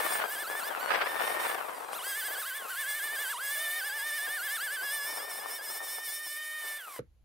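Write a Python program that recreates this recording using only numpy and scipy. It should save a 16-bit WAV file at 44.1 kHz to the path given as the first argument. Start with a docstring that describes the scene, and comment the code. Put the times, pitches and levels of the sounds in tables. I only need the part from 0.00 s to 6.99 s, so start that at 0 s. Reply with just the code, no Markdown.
"""A two-stroke brushcutter whines high and shrill, some way off in an open paddock. One engine speed drives its
whine, buzz, gear tone and pulsed hiss. Each bite into the weeds drags the speed down and the engine pulls it
back; now and then the throttle shuts and it winds down. Gusts rumble, crackle and pop on two microphone ports.
A few faint whistles glide in the distance."""
import sys
import numpy as np
from scipy import signal
from scipy.fft import rfft, irfft, next_fast_len
from scipy.io import wavfile

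SR = 44100
rng = np.random.default_rng(int(sys.argv[2]) if len(sys.argv) > 2 else 0)


def wrap_up_sound(samples):
    """Save the sound to the file named by the first command line argument, as 16-bit audio."""
    columns = np.atleast_2d(samples).T
    # keep every value between -1 and 1, then stretch to whole-number steps
    tamed = np.clip(columns, -1, 1)
    steps = np.round(tamed * 32767).astype(np.int16)
    wavfile.write(sys.argv[1], SR, steps)


N = 308126
T = np.arange(N) / SR
HOP = 32  # samples per control step
TOP_HZ, IDLE_HZ = 611.8, 231.5  # engine speed, as the base pitch of the buzz
WHINE_ORDER, GEAR_ORDER, OCTAVE_ORDER, SHRILL_ORDER = 3, 3.717, 6, 9  # multiples of that pitch

# blade bites into weeds: middle_s, length_s, braking_hz
BITES = [(0.009, 0.037, 59), (0.085, 0.057, 70), (0.149, 0.095, 76), (0.209, 0.059, 243),
         (0.275, 0.072, 146), (0.358, 0.044, 136), (0.44, 0.058, 310), (0.527, 0.053, 62),
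         (0.609, 0.054, 290), (0.847, 0.121, 303), (0.906, 0.11, 116), (0.995, 0.13, 280),
         (1.117, 0.031, 21), (1.183, 0.019, 39), (1.487, 0.12, 106), (1.982, 0.063, 188),
         (1.992, 0.063, 206), (2.073, 0.084, 78), (2.121, 0.067, 133), (2.216, 0.052, 183),
         (2.283, 0.057, 154), (2.353, 0.034, 160), (2.424, 0.048, 312), (2.506, 0.067, 183),
         (2.731, 0.062, 220), (2.837, 0.061, 165), (2.909, 0.095, 90), (2.996, 0.04, 125),
         (3.082, 0.042, 65), (3.165, 0.036, 129), (3.252, 0.09, 227), (3.332, 0.05, 348),
         (3.354, 0.057, 163), (3.462, 0.15, 144), (3.558, 0.041, 63), (3.669, 0.086, 53),
         (3.811, 0.06, 196), (3.895, 0.054, 143), (3.989, 0.066, 124), (4.102, 0.035, 40),
         (4.186, 0.046, 82), (4.27, 0.025, 102), (4.386, 0.073, 283), (4.478, 0.042, 124),
         (4.577, 0.047, 283), (4.677, 0.056, 190), (4.767, 0.04, 148), (4.802, 0.059, 131),
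         (4.876, 0.098, 116), (4.984, 0.11, 99), (5.034, 0.065, 56), (5.136, 0.045, 42), (5.191, 0.028, 81),
         (5.323, 0.056, 57), (5.398, 0.025, 76), (5.503, 0.027, 47), (5.589, 0.043, 120),
         (5.667, 0.032, 75), (5.748, 0.031, 43), (5.877, 0.022, 45), (5.969, 0.024, 35), (6.081, 0.052, 66),
         (6.171, 0.024, 12.2), (6.269, 0.033, 49), (6.336, 0.039, 13.7), (6.642, 0.076, 42),
         (6.721, 0.099, 57)]
# throttle shut: start_s, end_s
COASTS = [(.682, .798), (1.546, 1.931), (2.575, 2.693), (6.775, 7.1)]
# full-speed levels as the worker turns and moves: time_s, whine_db, rasp_db
FACING = [(0, -40.5, -37.5), (0.65, -40, -39.5), (1.0, -41, -46), (1.35, -43, -41), (1.9, -44.5, -41.5),
          (2.15, -38, -35.5), (2.6, -41, -35.5), (2.8, -36.5, -36.5), (3.4, -37, -38.5), (3.8, -36.5, -39),
          (4.4, -36, -38.5), (5.0, -37, -41.5), (5.25, -46.5, -42), (5.7, -48.5, -40.5), (6.22, -45, -46),
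          (6.42, -42, -42.5), (6.68, -40.5, -41.5), (6.95, -43, -37.5)]
# cutting head swings aside: middle_s, rasp_loss_db
SWINGS = [(0.55, 4.5), (1.2, 0.5), (1.38, 6), (2.54, 7.5), (5.275, 6), (5.455, 5.5), (5.61, 7.5),
          (5.809, 13.5), (6.02, 6), (6.21, 5.5), (6.401, 7), (6.56, 6)]
# upper partials standing out of the hiss: time_s, gain_db
CLARITY = [(0, -0.5), (1.4, 2), (2.1, 1), (2.7, -2), (3.3, 2), (3.6, 2.5), (4.5, 0), (5, 4.5), (5.3, 1.5),
           (6.3, 8.5), (6.45, 3), (6.99, -3.5)]
# buzz spectral envelope: frequency_hz, gain_db
BUZZ_SPECTRUM = [(600, -20), (1200, -13.5), (2400, -13.5), (3000, -11.5), (3600, -11.5), (4200, -19),
                 (4800, -18), (6000, -20.5), (7300, -22.5), (8700, -14.5), (9900, -18), (15500, -18),
                 (19000, -58)]
# whine overtones within the buzz: buzz_order, gain_db
OVERTONES = [(6, 2), (9, 6), (12, 0.5), (15, 6.5), (18, 4.5), (21, 4.5), (24, 7), (27, 8), (30, 6),
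             (33, 7.5)]
# shrill overtone at three times the whine: time_s, gain_db
SHRILL = [(0, -7), (0.65, -3), (0.95, 2), (1.5, -4.5), (2.2, -5.5), (2.8, -7.5), (3.7, -6), (3.85, 0.5),
          (4.6, -3), (5.2, 4.5), (6.3, 2), (6.45, -3.5)]
# machine hiss common to both ports: frequency_hz, gain_db
HISS_SPECTRUM = [(200, -34), (700, -2.5), (1800, 3), (2700, -1.5), (3400, -3), (4500, -3.5), (6500, -6.5),
                 (8300, 0.5), (10000, -0.5), (12500, 2.5), (15800, -3.5)]
# machine hiss differing between ports: frequency_hz, gain_db
HISS_SIDE_SPECTRUM = [(200, -35), (700, -3), (1800, -41), (2700, -74), (4500, -34), (6500, 31), (8300, 35),
                      (12500, 38), (15800, 36)]
# breeze strength: time_s, level_db
BREEZE = [(0.0, -36.7), (0.2, -37.5), (0.4, -47), (0.55, -42.5), (0.75, -41), (0.95, -38), (1.1, -40),
          (1.5, -37), (1.65, -42.5), (2.0, -46.5), (2.55, -60), (3.3, -54), (4.6, -54), (5.4, -47.5),
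          (6.1, -56), (6.45, -73), (6.99, -58)]
# gusts above the breeze: middle_s, length_s, level_db
GUSTS = [(0.225, 0.016, -35), (0.52, 0.019, -38.8), (0.915, 0.029, -33), (0.951, 0.028, -33),
         (1.017, 0.024, -34), (1.068, 0.018, -36), (1.244, 0.11, -38), (1.451, 0.03, -37.5),
         (1.698, 0.02, -52), (1.943, 0.1, -46.5), (2.099, 0.045, -45.5), (2.34, 0.12, -45.5),
         (2.641, 0.1, -47.5), (3.052, 0.03, -50), (3.175, 0.16, -49.5), (4.28, 0.042, -45),
         (4.833, 0.035, -43), (5.177, 0.13, -47), (5.466, 0.1, -46), (5.708, 0.023, -43),
         (5.83, 0.088, -50.5), (5.992, 0.02, -44.5), (6.271, 0.022, -53.5), (6.673, 0.097, -51.5),
         (6.883, 0.014, -50.1), (6.962, 0.015, -55)]
# wind rumble: frequency_hz, gain_db
RUMBLE_SPECTRUM = [(25, -24), (110, -33), (200, -19), (300, -10.5), (450, -2.5), (750, 1.5), (1200, -0.5),
                   (1800, -10.5), (2600, -41), (4000, -45), (8000, -53)]
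# crackle of hard gusts: frequency_hz, gain_db
CRACKLE_SPECTRUM = [(200, -32), (700, -1.5), (1500, 3.5), (2500, -1.5), (4000, -12), (6000, -22),
                    (12000, -53)]
# still air: frequency_hz, gain_db
AIR_SPECTRUM = [(25, 1), (60, -1), (120, -0.5), (250, 3), (400, 12), (1000, -8), (3000, -33), (15000, 3.5)]
# sharpest eddies: start_s, level_db
BUFFETS = [(0.153, -26.5), (0.199, -26), (0.238, -18.5), (0.498, -26), (0.551, -26.5), (0.748, -24.5),
           (0.858, -23.5), (0.912, -24), (0.946, -25), (1.014, -31), (1.058, -27), (1.154, -24.5),
           (1.451, -21), (1.61, -26), (1.694, -32), (1.93, -25), (5.458, -27), (5.803, -35), (5.983, -32),
           (6.88, -40), (6.961, -39)]
# distant whistles: start_s, end_s, first_hz, last_hz, level_db
WHISTLES = [(2.366, 2.855, 1078, 1076, -50.5), (3.242, 3.7, 851, 1387, -52.5),
            (3.531, 4.073, 596, 947, -51.5), (4.172, 4.559, 706, 803, -56), (4.841, 5.079, 1108, 1156, -55)]


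def amp(db):
    """Decibels to gain."""
    return np.exp(np.asarray(db) * (np.log(10) / 20))


def unit_rms(x):
    """Scale to rms 1."""
    return x / np.sqrt(np.mean(x ** 2) + 1e-20)


def follow(rows):
    """Columns of a time table, at every sample."""
    time_s, *columns = np.transpose(rows)
    return [np.interp(T, time_s, column) for column in columns]


def gain_at(spectrum, hz):
    """Gain of a spectrum table, interpolated in log frequency."""
    frequency_hz, gain_db = np.transpose(spectrum)
    return amp(np.interp(np.log(hz + 1), np.log(frequency_hz), gain_db))


def colour(x, spectrum):
    """Filter by a spectrum table, keeping the power of white noise."""
    size = next_fast_len(N + 4096)
    response = unit_rms(gain_at(spectrum, np.fft.rfftfreq(size, 1 / SR)))
    return irfft(rfft(x, size) * response, size)[..., :N]


def wander(rate_hz, step=1):
    """Random curve of rms 1, rate_hz new values a second, read every step samples."""
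    values = rng.standard_normal(8000)
    return unit_rms(np.interp(T[::step] * rate_hz, np.arange(len(values)), values))


def engine(max_pull_hz_per_s=5306, settle_s=0.03, coast_s=0.149, throttle_s=0.013):
    """Speed and throttle closure (0-1): pulls to top speed, brakes in bites, coasts toward idle."""
    t, step_s = T[::HOP], HOP / SR
    shut = sum(np.clip(np.minimum(t - start_s, end_s - t) / throttle_s, 0, 1)
               for start_s, end_s in COASTS)
    drag = np.zeros(len(t))
    for middle_s, length_s, braking_hz in BITES:
        progress = np.clip((t - middle_s) / length_s + 0.5, 0, 1)
        drag += 2 * braking_hz / length_s * np.sin(np.pi * progress) ** 2
    hz, speed_hz = TOP_HZ, []
    for brake, closed in zip(drag.tolist(), shut.tolist()):
        pull = min((TOP_HZ - hz) / settle_s, max_pull_hz_per_s)
        hz += step_s * ((1 - closed) * pull - closed * (hz - IDLE_HZ) / coast_s - brake)
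        speed_hz.append(hz)
    return np.interp(T, t, speed_hz), np.interp(T, t, shut)


def machine_levels(hz, shut, swing_s=0.027, unsteady_db=1.63):
    """Whine and rasp sink with speed and throttle; a head swing hides the rasp and shows the whine."""
    whine_db, rasp_db = follow(FACING)
    sag = 1 - hz / TOP_HZ
    aside_db = sum(loss_db * np.exp(-((T - middle_s) / swing_s) ** 2) for middle_s, loss_db in SWINGS)
    whine_db = whine_db - 9.5 * sag - 3 * shut * (1 + sag)
    rasp_db = rasp_db - 8.5 * sag - 5 * shut - aside_db + unsteady_db * wander(22)
    exposed_whine = amp(-69.5) * aside_db
    return 20 * np.log10(amp(whine_db) + exposed_whine), rasp_db


def buzz(cycles, hz, whine_db, rasp_db, shut, flicker_db=2.5, smear_cycles=0.36):
    """Partials nearly in phase, one tick a cycle; load thins them to the whine's overtones."""
    hz, whine_db, rasp_db, shut = hz[::HOP], whine_db[::HOP], rasp_db[::HOP], shut[::HOP]
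    sag = 1 - hz / TOP_HZ
    load = np.tanh((sag / 0.16) ** 2) * (1 - shut)
    overtone_db = {round(order): db for order, db in OVERTONES}
    thinning_db = -30 * sag - 4 * load
    orders = (set(range(1, 27)) - {WHINE_ORDER}) | set(overtone_db)
    out = np.zeros((2, N))
    for order in sorted(orders):
        rasp_share = np.clip((order - 2) / 7.17, 0, 1)  # low partials follow the whine
        level_db = (1 - rasp_share) * (whine_db - 3) + rasp_share * rasp_db
        level_db += overtone_db.get(order, thinning_db) + flicker_db * wander(80, HOP)
        if order == SHRILL_ORDER:
            level_db += follow(SHRILL)[0][::HOP] + 6 * load
        if order == OCTAVE_ORDER:
            level_db += 4 * shut  # comes forward as the blade coasts
        else:
            level_db -= 6 * shut + 1.5 * rasp_share * load
        lean = amp(-0.66 * min(order / 6, 1) * wander(21, HOP))  # short waves reach the ports unequally
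        gain = gain_at(BUZZ_SPECTRUM, order * hz) * amp(level_db) * np.array([lean, 1 / lean])
        offset_cycles = smear_cycles * rng.uniform(-0.56, 0.54)
        partial = np.sin(2 * np.pi * (order * cycles + offset_cycles))
        out += np.repeat(gain, HOP, axis=1)[:, :N] * partial
    return out


def hiss(cycles, depth=1.4, decay_cycles=0.13, flutter_db=0.97, side_db=-7.5):
    """Rushing noise: one strong and two weak bursts per buzz cycle, mostly alike in both ports."""
    age_cycles = cycles % (1 / 3)
    strength = np.where(cycles % 1 < 1 / 3, 1, 0.42)
    bursts = unit_rms(1 + depth * strength * np.exp(-age_cycles / decay_cycles))
    mid = colour(bursts * rng.standard_normal(N), HISS_SPECTRUM)
    side = amp(side_db) * colour(bursts * rng.standard_normal(N), HISS_SIDE_SPECTRUM)
    return amp(flutter_db * wander(160)) * np.array([mid + side, mid - side])


def brushcutter(jitter=0.002524, waver_db=1.1):
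    """One unsteady speed drives whine, gear tone, buzz and hiss."""
    hz, shut = engine()
    whine_db, rasp_db = machine_levels(hz, shut)
    clarity_db, = follow(CLARITY)
    roughness = 0.002965 + 0.0125 * shut + 0.0072 * (1 - hz / TOP_HZ)  # rougher coasting or labouring
    unrest = jitter * wander(90) + roughness * wander(600)
    cycles = np.cumsum(hz * (1 + unrest)) / SR
    whine = amp(whine_db + waver_db * wander(110)) * np.sin(2 * np.pi * WHINE_ORDER * cycles)
    gear_db = rasp_db - 12 + 25 * (hz / hz.max() - 1) + 2 * wander(60)
    gear = amp(gear_db) * np.sin(2 * np.pi * GEAR_ORDER * cycles)
    partials = amp(-0.25) * buzz(cycles, hz, whine_db, rasp_db + clarity_db, shut)
    compressed_rasp_db = rasp_db.mean() + 0.64 * (rasp_db - rasp_db.mean())
    hiss_db = compressed_rasp_db - 5 - 0.19 * clarity_db
    return np.sqrt(2) * (whine + gear + partials) + amp(hiss_db) * hiss(cycles)


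def off_centre(stereo, lag_s=9e-6, left_db=-0.5):
    """Sound reaches the left port slightly later and weaker."""
    left, right = stereo
    size = next_fast_len(N + 4096)
    delay = np.exp(-2j * np.pi * np.fft.rfftfreq(size, 1 / SR) * lag_s)
    late_left = irfft(rfft(left, size) * delay, size)[:N]
    return np.array([amp(left_db) * late_left, right])


def wind(rumble_db=0.5, crackle_db=6, lump_db=3.5, grain_db=3, ceiling_db=6.5, lean_db=3.5):
    """Eddies hit each port separately; hard gusts are brighter and favour the left."""
    gust_power = sum(amp(db) ** 2 * np.exp(-(2 * (T - middle_s) / length_s) ** 2)
                     for middle_s, length_s, db in GUSTS)
    breeze_db, = follow(BREEZE)
    level_db = 10 * np.log10(amp(breeze_db) ** 2 + gust_power)
    eddies_db = [lump_db * wander(130) + grain_db * wander(900) for _ in range(2)]
    eddies = np.array([unit_rms(amp(np.minimum(db, ceiling_db))) for db in eddies_db])
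    force = amp(level_db - level_db.max())
    lean = amp(lean_db * np.tanh(11 * force) * np.array([[1], [-1]]))
    rumble = amp(level_db + rumble_db) * lean * eddies * rng.standard_normal((2, N))
    crackle = amp(level_db + crackle_db) * force * eddies * rng.standard_normal((2, N))
    return colour(rumble, RUMBLE_SPECTRUM) + colour(crackle, CRACKLE_SPECTRUM)


def still_air(level_db=-65):
    """Faint steady noise of the open air."""
    return amp(level_db) * colour(rng.standard_normal((2, N)), AIR_SPECTRUM)


def buffets(gain_db=11, centre_hz=1150, decay_s=0.00029, leak=0.072, low_cut_hz=380):
    """Each sharp eddy is a pop of about one cycle, mainly at one port."""
    out = np.zeros((2, N))
    t = np.arange(-100, 200) / SR
    for start_s, level_db in BUFFETS:
        detune, phase_cycles, port_draw = rng.random(3)
        pitch_hz = centre_hz * (0.75 + 0.5 * detune)
        pop = np.exp(-abs(t) / decay_s) * np.cos(2 * np.pi * (pitch_hz * t + phase_cycles))
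        pan = [1, leak] if port_draw < 0.65 else [leak, 1]
        span = out[:, round(start_s * SR):][:, :len(t)]
        span += amp(level_db + gain_db) * np.outer(pan, pop)[:, :span.shape[1]]
    return signal.sosfilt(signal.butter(3, low_cut_hz, "high", fs=SR, output="sos"), out)


def whistles(jitter=0.00303, fade_s=0.034, waver_db=2):
    """Thin far-off tones, most gliding upward."""
    out = np.zeros(N)
    for start_s, end_s, first_hz, last_hz, level_db in WHISTLES:
        hz = np.interp(T, [start_s, end_s], [first_hz, last_hz]) * (1 + jitter * wander(80))
        swell = np.clip(np.minimum(T - start_s, end_s - T) / fade_s, 0, 1)
        out += amp(level_db + waver_db * wander(40)) * swell * np.sin(2 * np.pi * np.cumsum(hz) / SR)
    return out


def scene():
    """Stereo mix of machine, wind, whistles and air."""
    air = still_air()
    return off_centre(brushcutter()) + wind() + buffets() + whistles() + air


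def record(dry):
    """Steep low-pass at 15780 Hz."""
    low_pass = signal.firwin(1023, 15780, window=("kaiser", 9), fs=SR)
    return signal.oaconvolve(dry, low_pass[None], "same")


dry = scene()
out = record(dry)
wrap_up_sound(out)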